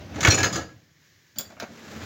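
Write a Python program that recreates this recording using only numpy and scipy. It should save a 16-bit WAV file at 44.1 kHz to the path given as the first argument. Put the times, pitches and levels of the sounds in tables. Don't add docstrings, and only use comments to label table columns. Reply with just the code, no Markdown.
import sys
import numpy as np
from scipy import signal
from scipy.fft import rfft, irfft, next_fast_len
from scipy.io import wavfile
from scipy.ndimage import map_coordinates

SR = 44100
rng = np.random.default_rng(int(sys.argv[2]) if len(sys.argv) > 2 else 0)


def unload_audio(sound):
    columns = np.transpose(np.atleast_2d(sound))
    steps = np.round(np.clip(columns, -1, 1) * 32767)
    wavfile.write(sys.argv[1], SR, steps.astype(np.int16))


N = 90404


def amp(db):
    return 10 ** (np.asarray(db) / 20)


def unit(x):
    return x / np.sqrt(np.mean(x ** 2) + 1e-20)


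def along(points, hz):
    freqs, values = np.transpose(points)
    return np.interp(np.log(hz + 1), np.log(freqs + 1), values)


def level(rows):
    return amp(np.interp(np.arange(N) / SR, *np.transpose(rows)))


def wobble(rate):
    return map_coordinates(rng.standard_normal(int(N * rate / SR) + 4), [np.arange(N) * rate / SR])


def filtered(x, response):
    size = next_fast_len(N + SR // 2)
    return irfft(rfft(x, size) * response(np.fft.rfftfreq(size, 1 / SR)), size)[:N]


def noise(colour, band=(0, np.inf), ripple_db=0, ripple_hz=44.52):
    knots = rng.standard_normal(4096)

    def response(hz):
        ripple = ripple_db * map_coordinates(knots, [hz / ripple_hz], mode="mirror")
        return amp(along(colour, hz) + ripple) * (hz > band[0]) * (hz < band[1])
    return unit(filtered(rng.standard_normal(N), response))


def since(start):
    return np.maximum(np.arange(N) / SR - start, 0)


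def blow(start, rise, t60):
    t = since(start)
    return (1 - np.exp(-t / rise)) * np.exp(-np.log(1000) * t / t60)


def contacts(rows, colour, t60s, tail_db, tail_t60, grain_db):
    # (low edge [Hz], high edge [Hz])
    bands = [(165, 950), (950, 3000), (3000, 17000)]
    out = np.zeros(N)
    for k, (band, t60) in enumerate(zip(bands, t60s)):
        crack_power = sum((amp(dbs[k]) * blow(s, rise, t60)) ** 2 for s, *dbs, rise in rows)
        tail_power = sum((amp(dbs[k] + tail_db) * blow(s, rise, tail_t60)) ** 2 for s, *dbs, rise in rows)
        chatter = unit(amp(grain_db * wobble(500)))
        out += np.sqrt(crack_power * chatter ** 2 + tail_power) * noise(colour, band, ripple_db=4)
    return out


def ring(modes, hits, rise, scatter_db, loose):
    out, t = np.zeros(N + SR), np.arange(SR // 2) / SR
    for start, hit_db in hits:
        for hz, mode_db, t60 in modes:
            drift = np.cumsum(rng.standard_normal(len(t))) * loose / np.sqrt(SR)
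            envelope = (1 - np.exp(-t / rise)) * np.exp(-np.log(1000) * t / t60)
            gain = amp(hit_db + mode_db + scatter_db * rng.standard_normal())
            phase = 2 * np.pi * (hz * t + rng.random()) + drift
            out[round(start * SR):][:len(t)] += gain * envelope * np.sin(phase)
    return out[:N]


def room_tone():
    # (frequency [Hz], relative level [dB])
    loudness = [(0, -58.5), (.95, -63.5), (1.05, -59), (1.17, -60.5), (1.27, -60.5), (2.05, -65)]
    colour = [(65, -43), (110, -14), (150, 0), (210, -16.5), (368, -14), (444, -17.5), (733, -27.5),
              (1160, -20), (1310, -23.5), (1690, -11.5), (2350, -17.5), (2500, -20.5), (6810, -19.5),
              (8560, -42.5), (16000, -27.5)]
    return level(loudness) * noise(colour)


def rolling():
    # (time [s], relative level [dB])
    wheel_levels = [(0, -41.5), (.09, -44.5), (.18, -35), (.3, -30.5), (.45, -36), (.52, -35), (.6, -36),
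                    (.68, -52), (.78, -60.5), (.95, -73), (1.1, -78)]
    rumble_levels = [(0, -38), (.1, -43), (.14, -37), (.23, -35), (.27, -30), (.33, -26), (.37, -29),
                     (.41, -26), (.46, -26), (.52, -41), (.59, -34), (.68, -45), (.88, -67), (1.18, -65),
                     (1.31, -70), (1.38, -58), (1.79, -60), (1.89, -50), (2.05, -42)]
    # (frequency [Hz], relative level [dB])
    wheel_colour = [(76, -33.5), (130, 0), (335, -8), (410, -17), (638, -11), (917, -20), (2180, -23.5),
                    (6210, -31), (8740, -53), (16000, -47.5)]
    rumble_colour = [(25, -26), (50, -20), (64, -15), (78, 0), (98, 0), (122, -1), (145, -18), (220, -32),
                     (500, -70)]
    wheels = level(wheel_levels) * unit(noise(wheel_colour) * amp(0.67 * wobble(90)))
    rumble = amp(-2.5) * level(rumble_levels) * noise(rumble_colour)
    return wheels + rumble


def clatter():
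    # (time [s], body [dB], middle [dB], treble [dB], rise [s])
    hits = [(.143, -47, -44, -47, .002), (.157, -35.5, -34, -43, .002), (.181, -31.5, -35, -45, .003),
            (.205, -37, -24, -22.5, .002), (.229, -23, -17, -21, .003), (.2487, -18.5, -12.5, -18, .0006),
            (.2715, -19.5, -11.5, -21, 0.00054), (.281, -21, -36, -20, .002), (.304, -41, -22, -15.5, .004),
            (.319, -23, -23, -20, .003), (.340, -27.5, -23, -24, .003), (.374, -26.5, -25, -26, .003),
            (.384, -21, -32, -26.5, .003), (.402, -22.5, -26, -24.5, .003), (.429, -25, -19.5, -20, .002),
            (.441, -33, -22, -23, .002), (.458, -27, -22.5, -29, .003), (.526, -32.5, -35.5, -28.5, 0.0029),
            (.543, -41, -32, -30, .003), (.555, -26, -29.5, -26, .003), (.574, -26.5, -36, -32.5, .003),
            (.608, -59, -36.5, -43, .003), (.632, -44, -47, -59, .003), (.691, -64, -55.5, -66, .003)]
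    # (frequency [Hz], relative level [dB])
    colour = [(76, -30), (130, 1), (150, -7), (481, -5), (589, -10), (1120, -10.5), (1710, -5.5),
              (2770, -13), (4150, -13.5), (5390, -17.5), (6730, -10), (8740, -39), (16000, -35.5)]
    return contacts(hits, colour, t60s=(.11, .085, .08), tail_db=-14.5, tail_t60=0.29, grain_db=1.5)


def snaps():
    # (frequency [Hz], relative level [dB])
    hits = [(0.248, -22), (.2722, -24), (1.503, -47), (1.5989, -34)]
    colour = [(700, -14.5), (1600, 0), (4000, -1), (7200, 0.5), (8500, -18.5), (16000, -14)]
    return sum(amp(db) * blow(s, rise=.0003, t60=.018) for s, db in hits) * noise(colour)


def dishes():
    # (frequency [Hz], relative level [dB], t60 [s])
    pot_modes = [(1382, -6.5, 0.13), (1540, -4.5, 0.21), (1770, 0, 0.12), (2136, -9, 0.065),
                 (2228, -1.5, 0.14), (3000, -5, .05), (3310, -7.5, 0.17)]
    plate_modes = [(1020, -16, 0.19), (1278, -9, .17), (1358, -8.5, 0.13), (1647, -17, .22),
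                   (1666.3, -0.5, .15), (1767, -13.5, 0.096), (3020, -13.5, .1)]
    bowl_modes = [(2360, -2, .17), (2506, -4, 0.089), (2576, -5, 0.24), (2660, -4.5, 0.15),
                  (5040, -6.5, 0.22)]
    dish_modes = [(1140, -7, 0.087), (1222, 0, 0.11), (1310, -1.5, .16), (1340, -9, 0.19)]
    # (time [s], level [dB])
    pot_hits = [(0.2484, -17), (0.2714, -19)]
    plate_hits = [(.294, -24.5), (0.379, -24), (0.402, -22.5), (0.437, -18.5), (0.553, -31), (.585, -32.5),
                  (0.614, -44.5), (.648, -45.5), (0.689, -46.5)]
    bowl_hits = [(.304, -25), (.321, -27.5), (.384, -27), (.44, -30.5)]
    dish_hits = [(.528, -29.5), (.553, -29), (0.574, -34)]
    return (ring(plate_modes, plate_hits, rise=.002, scatter_db=-0.2, loose=4.4)
            + ring(dish_modes, dish_hits, rise=.0042, scatter_db=0.2, loose=11)
            + ring(bowl_modes, bowl_hits, rise=.002, scatter_db=1.2, loose=6.3)
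            + ring(pot_modes, pot_hits, rise=.0007, scatter_db=0.2, loose=12))


def cabinet():
    # (frequency [Hz], relative level [dB], t60 [s])
    tub_modes = [(186, -1.5, 0.43), (208.3, -3, 0.26), (304.5, -5.5, 0.64), (318.4, -12, 0.87),
                 (441.5, -5, 0.29), (473, -1, 0.43), (540.6, 2.5, .34), (650, -4, .3), (703.8, 1.5, 0.22)]
    panel_modes = [(114, -5.5, 0.147), (147, -10, 0.23), (190.5, -6.5, 0.13), (222.6, 0.5, .22),
                   (546.3, -12, 0.12)]
    # (time [s], level [dB])
    tub_hits = [(.255, -30), (0.311, -31.5), (.43, -31.5), (.575, -39)]
    panel_hits = [(1.359, -46.5), (1.371, -40.5), (1.62, -39.5), (1.701, -41), (1.959, -36)]
    return (ring(tub_modes, tub_hits, rise=.007, scatter_db=-0.1, loose=5)
            + ring(panel_modes, panel_hits, rise=.003, scatter_db=-0.3, loose=5.4))


def thud(start=.2795, hz=96):
    return amp(-1) * blow(start, rise=.003, t60=.075) * np.sin(2 * np.pi * hz * since(start))


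def cutlery():
    # (frequency [Hz], relative level [dB], t60 [s])
    knife_modes = [(4240, -2, .18), (5661, -0.5, 0.14), (7660, -17, 0.066), (14400, -26.5, .08),
                   (15600, -23, .07)]
    spoon_modes = [(6860, 4.5, 0.088), (6950, -0.5, 0.052), (6960, -2.5, .06), (5210, -14, 0.18)]
    teaspoon_modes = [(4902, 0, 0.24), (6670, -3.5, .12), (7050, -3, 0.2)]
    fork_modes = [(4190, -7, .18), (4522, -11, 0.25), (4900, -12, .25), (5200, -13, 0.24),
                  (6420, -2.5, .15), (6497, -1, 0.048), (6690, -6.5, .1), (6910, -11, 0.28),
                  (9300, -30.5, 0.088), (12200, -24.5, .16), (13800, -24, .12), (15280, -25, .12),
                  (15700, -20, .12)]
    # (time [s], level [dB])
    knife_hits = [(.3005, -13)]
    spoon_hits = [(0.337, -19), (.346, -20), (.382, -25), (0.404, -33), (0.529, -37.5)]
    teaspoon_hits = [(.527, -33), (.557, -36.5)]
    fork_hits = [(.377, -30), (.43, -20), (.441, -25), (.529, -33), (.558, -32.5), (.61, -49)]
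    return (ring(knife_modes, knife_hits, rise=.004, scatter_db=-1.0, loose=3)
            + ring(spoon_modes, spoon_hits, rise=.003, scatter_db=1.5, loose=12)
            + ring(teaspoon_modes, teaspoon_hits, rise=.0023, scatter_db=0.3, loose=8.37)
            + ring(fork_modes, fork_hits, rise=.003, scatter_db=-0.2, loose=4.4))


def slide():
    # (frequency [Hz], relative level [dB])
    swell = [(1.34, -90.5), (1.4, -51), (1.56, -57.5), (1.66, -52.5), (1.77, -46.5), (1.86, -44),
             (1.95, -41), (1.99, -42.5), (2.03, -39.5)]
    colour = [(76, -34), (130, -12.5), (224, -0.5), (263, -7), (378, -9), (410, -8.5), (625, -12.5),
              (1010, -17.5), (1610, -14), (2830, -21), (7150, -25), (8740, -45), (16000, -36)]
    return level(swell) * unit(noise(colour) * amp(1.1 * wobble(160)))


def plastic_knocks():
    # (time [s], body [dB], middle [dB], treble [dB], rise [s])
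    hits = [(1.3575, -56.5, -51, -47.5, 0.0023), (1.371, -43.5, -52, -49, 0.0044),
            (1.392, -38.5, -38, -48, 0.0038), (1.408, -41, -52, -40, .003),
            (1.499, -41.5, -45, -54.5, 0.00599), (1.518, -40.5, -46.5, -50, 0.0056),
            (1.565, -41.5, -43, -66, 0.0051), (1.5995, -39, -33, -32.5, 0.000607),
            (1.612, -39, -36.5, -44.5, 0.0025), (1.622, -25.5, -34, -38, 0.0035),
            (1.635, -34, -33.5, -54, .003), (1.695, -44, -58, -69.5, .004), (2.014, -44, -37, -47, 0.0024)]
    # (frequency [Hz], relative level [dB])
    colour = [(65, -46), (110, -19.5), (264, -5.5), (444, -13), (547, -9), (981, -19), (1340, -15),
              (3350, -22), (6810, -26.5), (8560, -54), (16000, -36.5)]
    return contacts(hits, colour, t60s=(.08, .07, .055), tail_db=-10, tail_t60=0.19, grain_db=-0.6)


def clink():
    # (frequency [Hz], relative level [dB], t60 [s])
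    steel_modes = [(3190, -16.5, 0.073), (3416, -13, 0.14), (3426, -12, 0.057), (4640, -11.5, .09),
                   (4730, -14, .11), (4850, -15, 0.11), (5220, -15, .08), (5500, -14, 0.11),
                   (6868, -14, 0.21), (7100, -10, .07), (7330, 6, .028), (8930, -23.5, 0.12),
                   (10420, -18, 0.095), (12800, -15, 0.15), (14270, -17.5, 0.13), (15015, 0, .06),
                   (15064, -4.5, .065), (15430, -19, .08)]
    brush_modes = [(4640, 5.5, 0.083), (4790, -2, 0.076), (6950, -6.5, .09)]
    # (time [s], level [dB])
    steel_hits = [(1.3845, -24), (1.408, -36)]
    brush_hits = [(1.367, -46), (1.453, -49)]
    tick_hits = [(1.385, -18), (1.394, -27.5), (1.408, -32.5)]
    # (frequency [Hz], relative level [dB])
    tick_colour = [(1500, -24.5), (3300, -12.5), (4000, -6.5), (4700, -1), (5500, -5.5), (6200, -8),
                   (7300, 5), (8200, -26.5), (10000, -24), (12000, -5), (14000, -12.5), (15100, 2),
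                   (16300, -13)]
    ticks = sum(amp(db) * blow(s, rise=.0012, t60=.022) for s, db in tick_hits) * noise(tick_colour)
    return (ticks + ring(steel_modes, steel_hits, rise=.001, scatter_db=1.5, loose=8.4)
            + ring(brush_modes, brush_hits, rise=.0034, scatter_db=0, loose=13))


def kitchen_reverb(x):
    # (frequency [Hz], t60 [s])
    decay_times = [(100, .5), (1000, 0.3), (6000, .3), (15000, .2)]
    hz, t, spectrum = signal.stft(rng.standard_normal(SR // 2), SR, nperseg=256)
    decay = np.exp(-np.log(1000) * t / along(decay_times, hz)[:, None])
    tail = signal.istft(spectrum * decay, SR, nperseg=256)[1]
    delayed = np.pad(x, (SR // 200, 0))
    return signal.fftconvolve(delayed, tail / np.linalg.norm(tail))[:N]


def scene():
    bright = dishes() + cutlery() + clink() + snaps()
    rack = rolling() + thud() + clatter()
    direct = rack + cabinet() + slide() + plastic_knocks() + bright
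    return (direct + amp(-13.5) * kitchen_reverb(bright) + room_tone())[None]


def record(dry):
    low_cut_hz, top_hz = 52, 16200
    x = signal.sosfilt(signal.butter(3, low_cut_hz, "highpass", fs=SR, output="sos"), dry[0])
    rounded = x / (1 + x ** 10) ** (1 / 10)
    return filtered(rounded, lambda hz: hz < top_hz)[None]


dry = scene()
out = record(dry)
unload_audio(out)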